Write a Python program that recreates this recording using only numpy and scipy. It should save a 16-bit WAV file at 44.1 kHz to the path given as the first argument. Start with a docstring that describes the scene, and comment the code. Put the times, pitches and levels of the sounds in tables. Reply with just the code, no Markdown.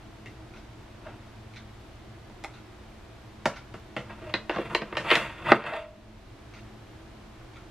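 """From the start a fan drones over mains hum in a small furnished room, and a clock ticks once a second.
A dish is nudged near 1 s, and a ladle is taken from its plate near 2.4 s. From 3.5 to 5.8 s dishes are
knocked, dragged and lifted: impacts excite the damped modes of dish, tray and table, friction drives
them into rasps and squeaks, and a grazed bowl rings with beats. After the loudest knock, at 5.5 s,
the automatic gain drops and creeps back, and the fan and clock carry on alone."""
import sys
import numpy as np
from scipy import signal
from scipy.fft import rfft, irfft
from scipy.io import wavfile

SR = 44100
rng = np.random.default_rng(int(sys.argv[2]) if len(sys.argv) > 2 else 0)


def unload_wav(signal):
    """Save mono or channel-first audio to the path in sys.argv[1] as 16-bit WAV at rate SR, clipped to [-1, 1]."""
    wavfile.write(
        sys.argv[1],
        SR,
        np.round(np.clip(np.atleast_2d(signal).T, -1, 1) * 32767).astype(np.int16),
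    )


N = 339570

# Normal modes of each body: frequency_hz, level_db, t60_s
DISH_MODES = [(795, -4.5, 0.012), (936, 4.5, 0.016), (1093, 6, 0.02), (1190, 3.5, 0.02), (1350, 2, 0.022),
              (1523, 0, 0.025), (1597, 2.5, 0.023), (1676, 2, 0.015)]
EDGE_MODES = [(1857, 2.8, 0.013), (2114, 4, 0.013), (2330, 3, 0.0078), (2700, 2, 0.0093), (3080, 0, 0.0079),
              (3450, -1, 0.007), (3770, -4, 0.006), (4400, -8.5, 0.0061), (4960, -10, 0.003)]
TRAY_MODES = [(467, 0, 0.029), (520, 0, 0.04), (637.6, 2.3, 0.025), (705, -0.6, 0.035), (767, -0.4, 0.013)]
TABLETOP_MODES = [(282, -7, 0.034), (309.6, 0, 0.046), (343, 4, 0.042), (468, -3, 0.073)]
FRAME_MODES = [(143, 0.0072, 0.06), (206, 0, 0.04)]
# Impacts: start_s, dish_peak_db, tray_db, edge_db, tabletop_db, frame_db, hardness_db, rattle_t60_s
# (tray_db to hardness_db are relative to the dish)
IMPACTS = [(0.2588, -54.5, -3, 18, 7, -18, 15, 0.099), (1.067, -40, 0, -3.5, -5, -25, -28, 0.11),
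           (1.0839, -45, 3, -11, -18, -21, -26, 0.073), (3.456, -15, -6, -0.5, -8, -11.5, -2, 0.031),
           (3.461, -25.5, 5.5, -4, -5, -4, -9, 0.075), (3.7401, -35, -1.5, -4.5, 1, -9, -5.5, 0.1),
           (3.9651, -25, -1.5, 2.5, -16, -7.5, -9.5, 0.16), (4.2174, -46, -5, 2, 8, -7, -25, 0.13),
           (4.294, -45, 1, 4, -5, -8, -19, 0.071), (4.339, -20.5, -6, 5.5, -6, -10.5, -13, 0.06),
           (4.495, -21.5, -0.5, 2.5, -0.5, -32, -14, 0.16), (4.5607, -24.5, -2, -3.5, -12, -5.5, -25, 0.16),
           (4.584, -26.5, 3, -6, 5, -17, -30, 0.065), (4.7076, -38, -4, -2, -4, -20, -25, 0.043),
           (4.7483, -15, -8, 3.5, -5.5, -42, -11, 0.018), (4.817, -29.5, -1, 0, 0, -3, -35, 0.049),
           (4.9251, -27.5, -6.5, -2.5, -4, -24, -40, 0.05), (4.951, -33, -23, 0, -11.5, -22, -24, 0.026),
           (4.9694, -21, -3, 4.5, -10.5, -18, -6, 0.13), (5.103, -32, -2.5, 20, -15, -24.5, -5, 0.05),
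           (5.1132, -13, -10.5, 6.5, -1, -36, -11, 0.023), (5.1212, -21.5, -4, 4, 0.5, -34, -10, 0.05),
           (5.1535, -20, -6, 10.5, -27, -18, 3.5, 0.016), (5.4741, -41, -2, 4.5, -19.5, -28, -16, 0.033),
           (5.518, -2.5, -1.5, -1.5, -1.5, -18.5, -41, 0.09),
           (5.6388, -31, 4.5, 5.5, -21, -26, -36.5, 0.091), (5.7356, -25, 3, 2, -34, -37, -34, 0.056)]
def knocks():
    """Impact excitation: one contact force drives five bodies; a harder contact adds more crack."""
    start_s, dish_db, tray_db, edge_db, top_db, frame_db, hardness_db, rattle_s = np.transpose(IMPACTS)
    impacts = np.maximum(1.95 + 0.03 * dish_db, .3)  # soft knocks have a weaker first contact
    forces = [contact_force(t60, impact) for t60, impact in zip(rattle_s, impacts)]
    bodies = [(EDGE_MODES, edge_db), (FRAME_MODES, frame_db), (TABLETOP_MODES, top_db),
              (TRAY_MODES, tray_db), (DISH_MODES, 0)]
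    ringing = sum(strike(zip(start_s, dish_db + share_db, forces), modal_body(modes))
                  for modes, share_db in bodies)
    treble_forces = [contact_force(3.7 * t60, impact=0.63) for t60 in rattle_s]
    return ringing + strike(zip(start_s, dish_db + hardness_db - 4, treble_forces), crack)


# Modes of the glazed rim: frequency_hz, level_db, t60_s
RIM_MODES = [(2315, -7, .008), (2450, 0, .011), (2570, -4, .012), (2735, -8, .01), (2980, -14, .008),
             (3850, -11, .008), (4070, -6, .014), (4350, -12, .006), (4700, -15, .007), (5200, -22, .006),
             (6150, -27, .008)]
# Touches on it: start_s, peak_db, chatter_t60_s
RIM_CONTACTS = [(4.3396, -17.5, .07), (4.7483, -19, .09), (4.818, -33.5, .09), (4.971, -29, .08),
                (5.154, -20, .04), (5.5182, -26, .05)]
def rim_chatter():
    """Contact chatter: rapid rebounds re-excite the high modes of the rim."""
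    blows = [(start_s, db, contact_force(t60, impact=2.2)) for start_s, db, t60 in RIM_CONTACTS]
    return strike(blows, modal_body(RIM_MODES, spread_db=2, lowpass_hz=8900))


# Drags: peak_s, dish_and_tray_rms_db, rise_s, fall_s, edge_db, table_db, grit_db (last three relative)
DRAGS = [(1.061, -50.5, 0.076, 0.2, -8, -11, -32), (4.112, -47, 0.054, 0.06, -6.5, -4, -31),
         (4.28, -47, 0.19, 0.06, -5.5, -3, -20), (4.55, -35, 0.066, -0.15, -11, -11, -32),
         (4.6, -43.5, 0.063, 0.21, -3, 1, -20), (4.738, -40.5, 0.054, -0.2, -11, -1.5, -22),
         (4.98, -44, 0.16, 0.46, -10, 1, -29), (5.104, -32.5, 0.06, 0.1969, 2.5, -18, -19),
         (5.173, -37, 0.14, 0.11, -5.5, -3, -14), (5.486, -31.5, 0.062, 0.1144, -4, -12, -25),
         (5.56, -30, 0.11, 0.02, -7, 2.5, -24), (5.666, -32.5, 0.11, 0.1127, -6, -11, -26),
         (5.754, -33.5, 0.063, 0.0861, -2, -20, -20.5)]
def slides(friction):
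    """Sliding friction: micro-contacts drive the bodies that knocks excite, and grit adds hiss."""
    edge_db, table_db, grit_db = np.transpose(DRAGS)[4:]
    grid_s = np.arange(0, N + 64, 64) / SR
    swells = [swell(grid_s - peak_s, db, rise_s, fall_s) for peak_s, db, rise_s, fall_s, *_ in DRAGS]
    layers = [(table_db, modal_body(FRAME_MODES + TABLETOP_MODES)(friction)),
              (np.zeros(len(DRAGS)), modal_body(TRAY_MODES + DISH_MODES, spread_db=-0.5)(friction)),
              (edge_db, modal_body(EDGE_MODES, spread_db=1.5)(friction)),
              (grit_db, butter(butter(friction, 2, 4000, "high"), 2, 6500)),
              (grit_db - 27.5, butter(friction, 2, [11500, 15200], "band"))]  # the finest grains
    t = np.arange(N) / SR
    return sum(np.interp(t, grid_s, amp(share_db) @ swells) * unit_rms(rasp) for share_db, rasp in layers)


# Catches of a dragged dish: peak_s, frequency_hz, rms_db, rise_s, fall_s
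CATCHES = [(4.572, 1110, -33, 0.022, 0), (4.595, 2710, -41, 0.045, 0.1), (5.071, 1130, -30, 0.018, -0.36),
           (5.115, 2060, -40, 0.025, -2.3), (5.125, 3140, -34, 0.039, -0.44),
           (5.17, 1766, -31.5, .05, -0.31), (5.175, 2770, -31, 0.03, -0.61),
           (5.19, 3450, -41, 0.044, -0.68), (5.475, 2000, -38, 0.034, 0.15), (5.49, 1266, -31, 0.026, 0),
           (5.66, 2120, -48, 0.045, -1.6), (5.755, 2020, -35, 0.058, -0.01)]
def squeaks(friction):
    """Forced resonance: the dish catches, and friction keeps one narrow mode singing."""
    half = SR // 4
    t, out = np.arange(-half, half) / SR, np.zeros(N)
    for peak_s, hz, db, rise_s, fall_s in CATCHES:
        span = slice(round(peak_s * SR) - half, round(peak_s * SR) + half)
        out[span] += swell(t, db, rise_s, fall_s) * unit_rms(resonator(friction[span], hz, t60=.04))
    return out


def friction_force(contacts_per_s=6000, lumps_per_s=90, lump_db=3):
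    """Surface roughness: dense random impulses whose strength comes in lumps."""
    knots = rng.standard_normal(int(N / SR * lumps_per_s) + 2)
    lumps = amp(lump_db * np.interp(np.arange(N) / SR * lumps_per_s, np.arange(len(knots)), knots))
    touching = rng.random(N) < contacts_per_s / SR
    strength = amp(1.8 * np.minimum(rng.exponential(1, N), 4))
    return lumps * touching * strength * rng.choice([-1, 1], N)


# Modes of the steel ladle: frequency_hz, level_db, t60_s
LADLE_MODES = [(324, -2, 0.022), (630, 2, 0.016), (820, 0, .02), (916, -2.5, 0.033), (1250, -6, 0.019),
               (1400, -3, 0.011), (2060, -0.5, 0.014), (2500, -4, 0.0078), (3570, -4.5, 0.0098),
               (3810, -4, .008), (4390, -8, 0.0088), (5000, -13, .008)]
# Taps on its plate: start_s, peak_db, relative_crack_db, rattle_t60_s
LADLE_CONTACTS = [(2.298, -40, -9, 0.033), (2.439, -30, -1, 0.017), (2.4451, -25, -3.5, 0.06)]
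def ladle():
    """Damped vibration: steel held in the hand rings only briefly after each tap."""
    start_s, peak_db, crack_db, rattle_s = np.transpose(LADLE_CONTACTS)
    forces = [contact_force(t60, impact=2) for t60 in rattle_s]
    steel = modal_body(LADLE_MODES, spread_db=3.5, lowpass_hz=7000)
    ringing = strike(zip(start_s, peak_db, forces), steel)
    return ringing + strike(zip(start_s, peak_db + crack_db, forces), crack)


# Modes of the bowl: frequency_hz, level_db, free_t60_s
BOWL_MODES = [(612, 0, .6), (656, -2, .5), (1351, -20, .15), (2062, -20, .12)]
# Grazes by a dish: start_s, peak_db, t60_fraction (what a touching hand leaves)
BOWL_GRAZES = [(1.0605, -38, 0.21), (4.22, -42.5, 1.0), (4.265, -35, 1.0), (5.722, -24.5, 0.44),
               (5.765, -25, 0.95)]
def bowl():
    """Beating: a single impulse excites the bowl, and its two close lowest modes interfere."""
    impulse = np.arange(SR // 2 + SR // 8) == 0
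    out = np.zeros(N)
    for start_s, peak_db, fraction in BOWL_GRAZES:
        modes = [(hz, db, t60 * fraction) for hz, db, t60 in BOWL_MODES]
        out += strike([(start_s, peak_db, impulse)], modal_body(modes, spread_db=-5.5))
    return out


# Modes of the clock: frequency_hz, level_db, t60_s
CLOCK_MODES = [(1416, -6, 0.01), (1800, -9, .006), (2270, -5, 0.005), (2800, -9, 0.005), (3400, -8, 0.004),
               (3950, -9, .005), (4600, -14, .004), (5400, -17, 0.004), (6100, -20, .004)]
# Gear impacts within a tick: delay_s, even_second_db, odd_second_db
GEAR_IMPACTS = [(0, -38.5, -46), (.012, -43.5, -55), (.023, -46, -40), (.032, -42, -39),
                (0.049, -46.5, -65)]
# Strength of each successive tick: offset_db
TICK_OFFSETS = [-3.8, 1.7, -4, 3, 3.8, 2, -1.5, -3]
def clock(first_tick_s=.537):
    """Periodic impacts: a motor steps the gear once a second with alternating polarity."""
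    blows = []
    for second, offset_db in enumerate(TICK_OFFSETS):
        for delay_s, even_db, odd_db in GEAR_IMPACTS:
            db = (odd_db if second % 2 else even_db) + offset_db + rng.standard_normal()
            force = contact_force(0.053, impact=0.49)[:SR // 8]
            blows.append((first_tick_s + second + delay_s, db, force))
    ringing = strike(blows, modal_body(CLOCK_MODES, spread_db=3, lowpass_hz=8200))
    return ringing + amp(-14) * strike(blows, crack)


# Spectral shape of the air noise: frequency_hz, relative_density_db
AIR_SPECTRUM = [(12, -42), (20, -6), (53, -5.5), (80, -6.5), (112, -1.5), (144, -13), (219, -11.5),
                (245, -15), (324, -9.5), (416, -16.5), (667, -19.5), (788, -18), (3750, -30.5),
                (12800, -50.5), (15500, -63.5)]
# Its stereo width: frequency_hz, side_minus_mid_db
AIR_WIDTH = [(25, -30), (60, -41), (110, -20.5), (200, -9), (380, -4), (700, -6.5), (1290, -5.5),
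             (2380, -4), (4400, -2.5), (8120, 0), (15000, 6.5)]
# Room resonances stirred by the fan, then blade and mains tones: frequency_hz, bandwidth_hz, rms_db
DRONE_BANDS = [(40.6, 4.5, -61), (61.6, 9.5, -58.5), (109.1, 7.2, -56), (216.3, 6.6, -59.5), (320, 21, -62),
               (123.6, 0.52, -61), (368.2, 5.6, -67.5), (664, 79, -64), (13050, 60, -90)]
def fan(air_rms_db=-49.5):
    """Broadband and tonal noise: rushing air, nearly coherent in the bass, under wavering tones."""
    hz = np.fft.rfftfreq(N, 1 / SR)
    air = rfft(rng.standard_normal((2, N))) * amp(db_at(AIR_SPECTRUM, hz))
    mid, side = (amp(air_rms_db) * spectrum / np.std(irfft(spectrum, N)) for spectrum in air)
    mid, side = irfft(mid, N), irfft(side * amp(db_at(AIR_WIDTH, hz)), N)
    for centre_hz, width_hz, db in DRONE_BANDS:
        band = rfft(rng.standard_normal(N)) / (1 + (2 * (hz - centre_hz) / width_hz) ** 2)
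        mid += amp(db) * unit_rms(irfft(band, N))
    return np.array([mid + side, mid - side])


# Stereo width of the reverberation: frequency_hz, side_weight_db
REVERB_WIDTH = [(60, -19), (110, -26.5), (200, -17), (380, -14.5), (700, -24.5), (1290, -16), (2380, -18),
                (4400, 0.5), (8120, 5), (15000, 17.5)]
def room(x, t60=0.31, side_t60=0.18, level_db=-6):
    """Diffuse reverberation: treble dies sooner, and the channels differ mainly at short wavelengths."""
    t = np.arange(SR // 2) / SR
    dull, bright, side = rng.standard_normal((3, len(t))) * np.clip(t / 0.0063, 0, 1)
    fade = amp(-60 * t / t60)
    mid = (butter(dull, 1, 3045) + amp(5.5) * bright * fade) * fade
    width = amp(db_at(REVERB_WIDTH, np.fft.rfftfreq(len(t), 1 / SR)) + 5.5)
    side = irfft(rfft(side * amp(-60 * t / side_t60)) * width, len(t))
    tails = amp(level_db) * np.array([mid + side, mid - side]) / np.sqrt(np.sum(mid ** 2))
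    return signal.fftconvolve(x[None], tails, axes=1)[:, :N]


def contact_force(rattle_t60, impact):
    """Impact and rebound: a brief first contact weighted by `impact`, then a dying rattle."""
    t = np.arange(SR // 8) / SR
    contact, rattle = rng.standard_normal((2, len(t)))
    contact *= amp(-60 * t / 0.004)
    contact[0] = 10  # the edge lands first
    rattle *= np.abs(rattle) * amp(-60 * t / np.clip(rattle_t60, .004, .3))
    force = impact * unit_rms(contact) + unit_rms(rattle)
    return np.pad(force, (0, SR // 4 - len(t)))  # time for the body to ring


def strike(blows, body):
    """Superposition: a body's responses to blows (start_s, peak_db, force) add up."""
    out = np.zeros(N + SR)
    for start_s, peak_db, force in blows:
        start, sound = round(start_s * SR), body(force)
        out[start:start + len(sound)] += amp(peak_db) * sound / np.abs(sound).max()
    return out[:N]


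def modal_body(modes, spread_db=2.14, lowpass_hz=6000):
    """Modal summation: modes of alternating sign and random strength, driven through a soft contact."""
    def body(force):
        strength = amp(spread_db * rng.standard_normal(len(modes)))
        force = butter(force, 2, lowpass_hz)
        ringing = sum((-1) ** k * strength[k] * amp(db) * resonator(force, hz, t60)
                      for k, (hz, db, t60) in enumerate(modes))
        return butter(ringing, 2, 0.84 * modes[0][0], "high")  # little radiates below the lowest mode
    return body


def resonator(x, hz, t60):
    """Damped harmonic oscillator: a unit impulse starts a decaying sine of height about 1."""
    radius, angle = amp(-60 / (max(t60, .004) * SR)), 2 * np.pi * hz / SR
    return signal.lfilter([0, np.sin(angle)], [1, -2 * radius * np.cos(angle), radius ** 2], x + 1e-18)


def crack(force):
    """Direct radiation from the contact: a band of treble."""
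    return butter(butter(force, 2, 3800, "high"), 3, 6000)


def swell(t, peak_db, rise_s, fall_s):
    """Exponential growth and decay about t = 0: 20 dB per rise_s or fall_s, each at least 10 ms."""
    return amp(peak_db - 20 * np.maximum(-t / max(rise_s, .01), t / max(fall_s, .01)))


def butter(x, order, hz, kind="low"):
    """Maximally flat filter."""
    return signal.sosfilt(signal.butter(order, hz, kind, fs=SR, output="sos"), x + 1e-18)


def amp(db):
    """Decibels to amplitude ratio."""
    return 10 ** (np.asarray(db) / 20)


def unit_rms(x):
    """Normalisation to rms 1."""
    return x / np.sqrt(np.mean(x ** 2) + 1e-20)


def db_at(spectrum, hz):
    """Interpolation on a logarithmic frequency axis."""
    points_hz, points_db = np.transpose(spectrum)
    return np.interp(np.log(hz + 1), np.log(points_hz), points_db)


def scene():
    """Direct and reverberant fields add over the fan; the dishes reach the right channel sooner."""
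    struck = knocks() + rim_chatter()
    friction = friction_force()
    dishes = struck + slides(friction) + squeaks(friction) + ladle()
    dishes = butter(dishes, 3, 115, "high")  # small bodies radiate no deep bass
    ticks = clock()
    side = amp(-7) * np.gradient(dishes) + amp(-47) * dishes  # the slope acts as a tiny time shift
    direct = np.array([dishes - side, dishes + side]) + bowl() + ticks
    return direct + room(dishes + amp(5.5) * ticks) + fan()


def record(dry, threshold_db=-4.83, release_db_per_s=8, smoothing_s=0.015, cutoff_hz=15900):
    """Automatic gain control ducks after loud peaks and recovers; saturation and a low-pass follow."""
    over_db = np.maximum(20 * np.log10(np.abs(dry).max(axis=0) + 1e-9) - threshold_db, 0)
    release_db = release_db_per_s * np.arange(N) / SR
    held_db = np.maximum.accumulate(over_db + release_db) - release_db
    pole = np.exp(-1 / (smoothing_s * SR))
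    gain = amp(-signal.lfilter([1 - pole], [1, -pole], held_db))
    ducked = dry * amp([[-0.075], [0.075]]) * gain  # the right channel is slightly more sensitive
    saturated = np.clip(1.624 * np.tanh(ducked / 1.578), -1, 1)
    return signal.sosfilt(signal.cheby2(12, 70, cutoff_hz, fs=SR, output="sos"), saturated)


dry = scene()
out = record(dry)
unload_wav(out)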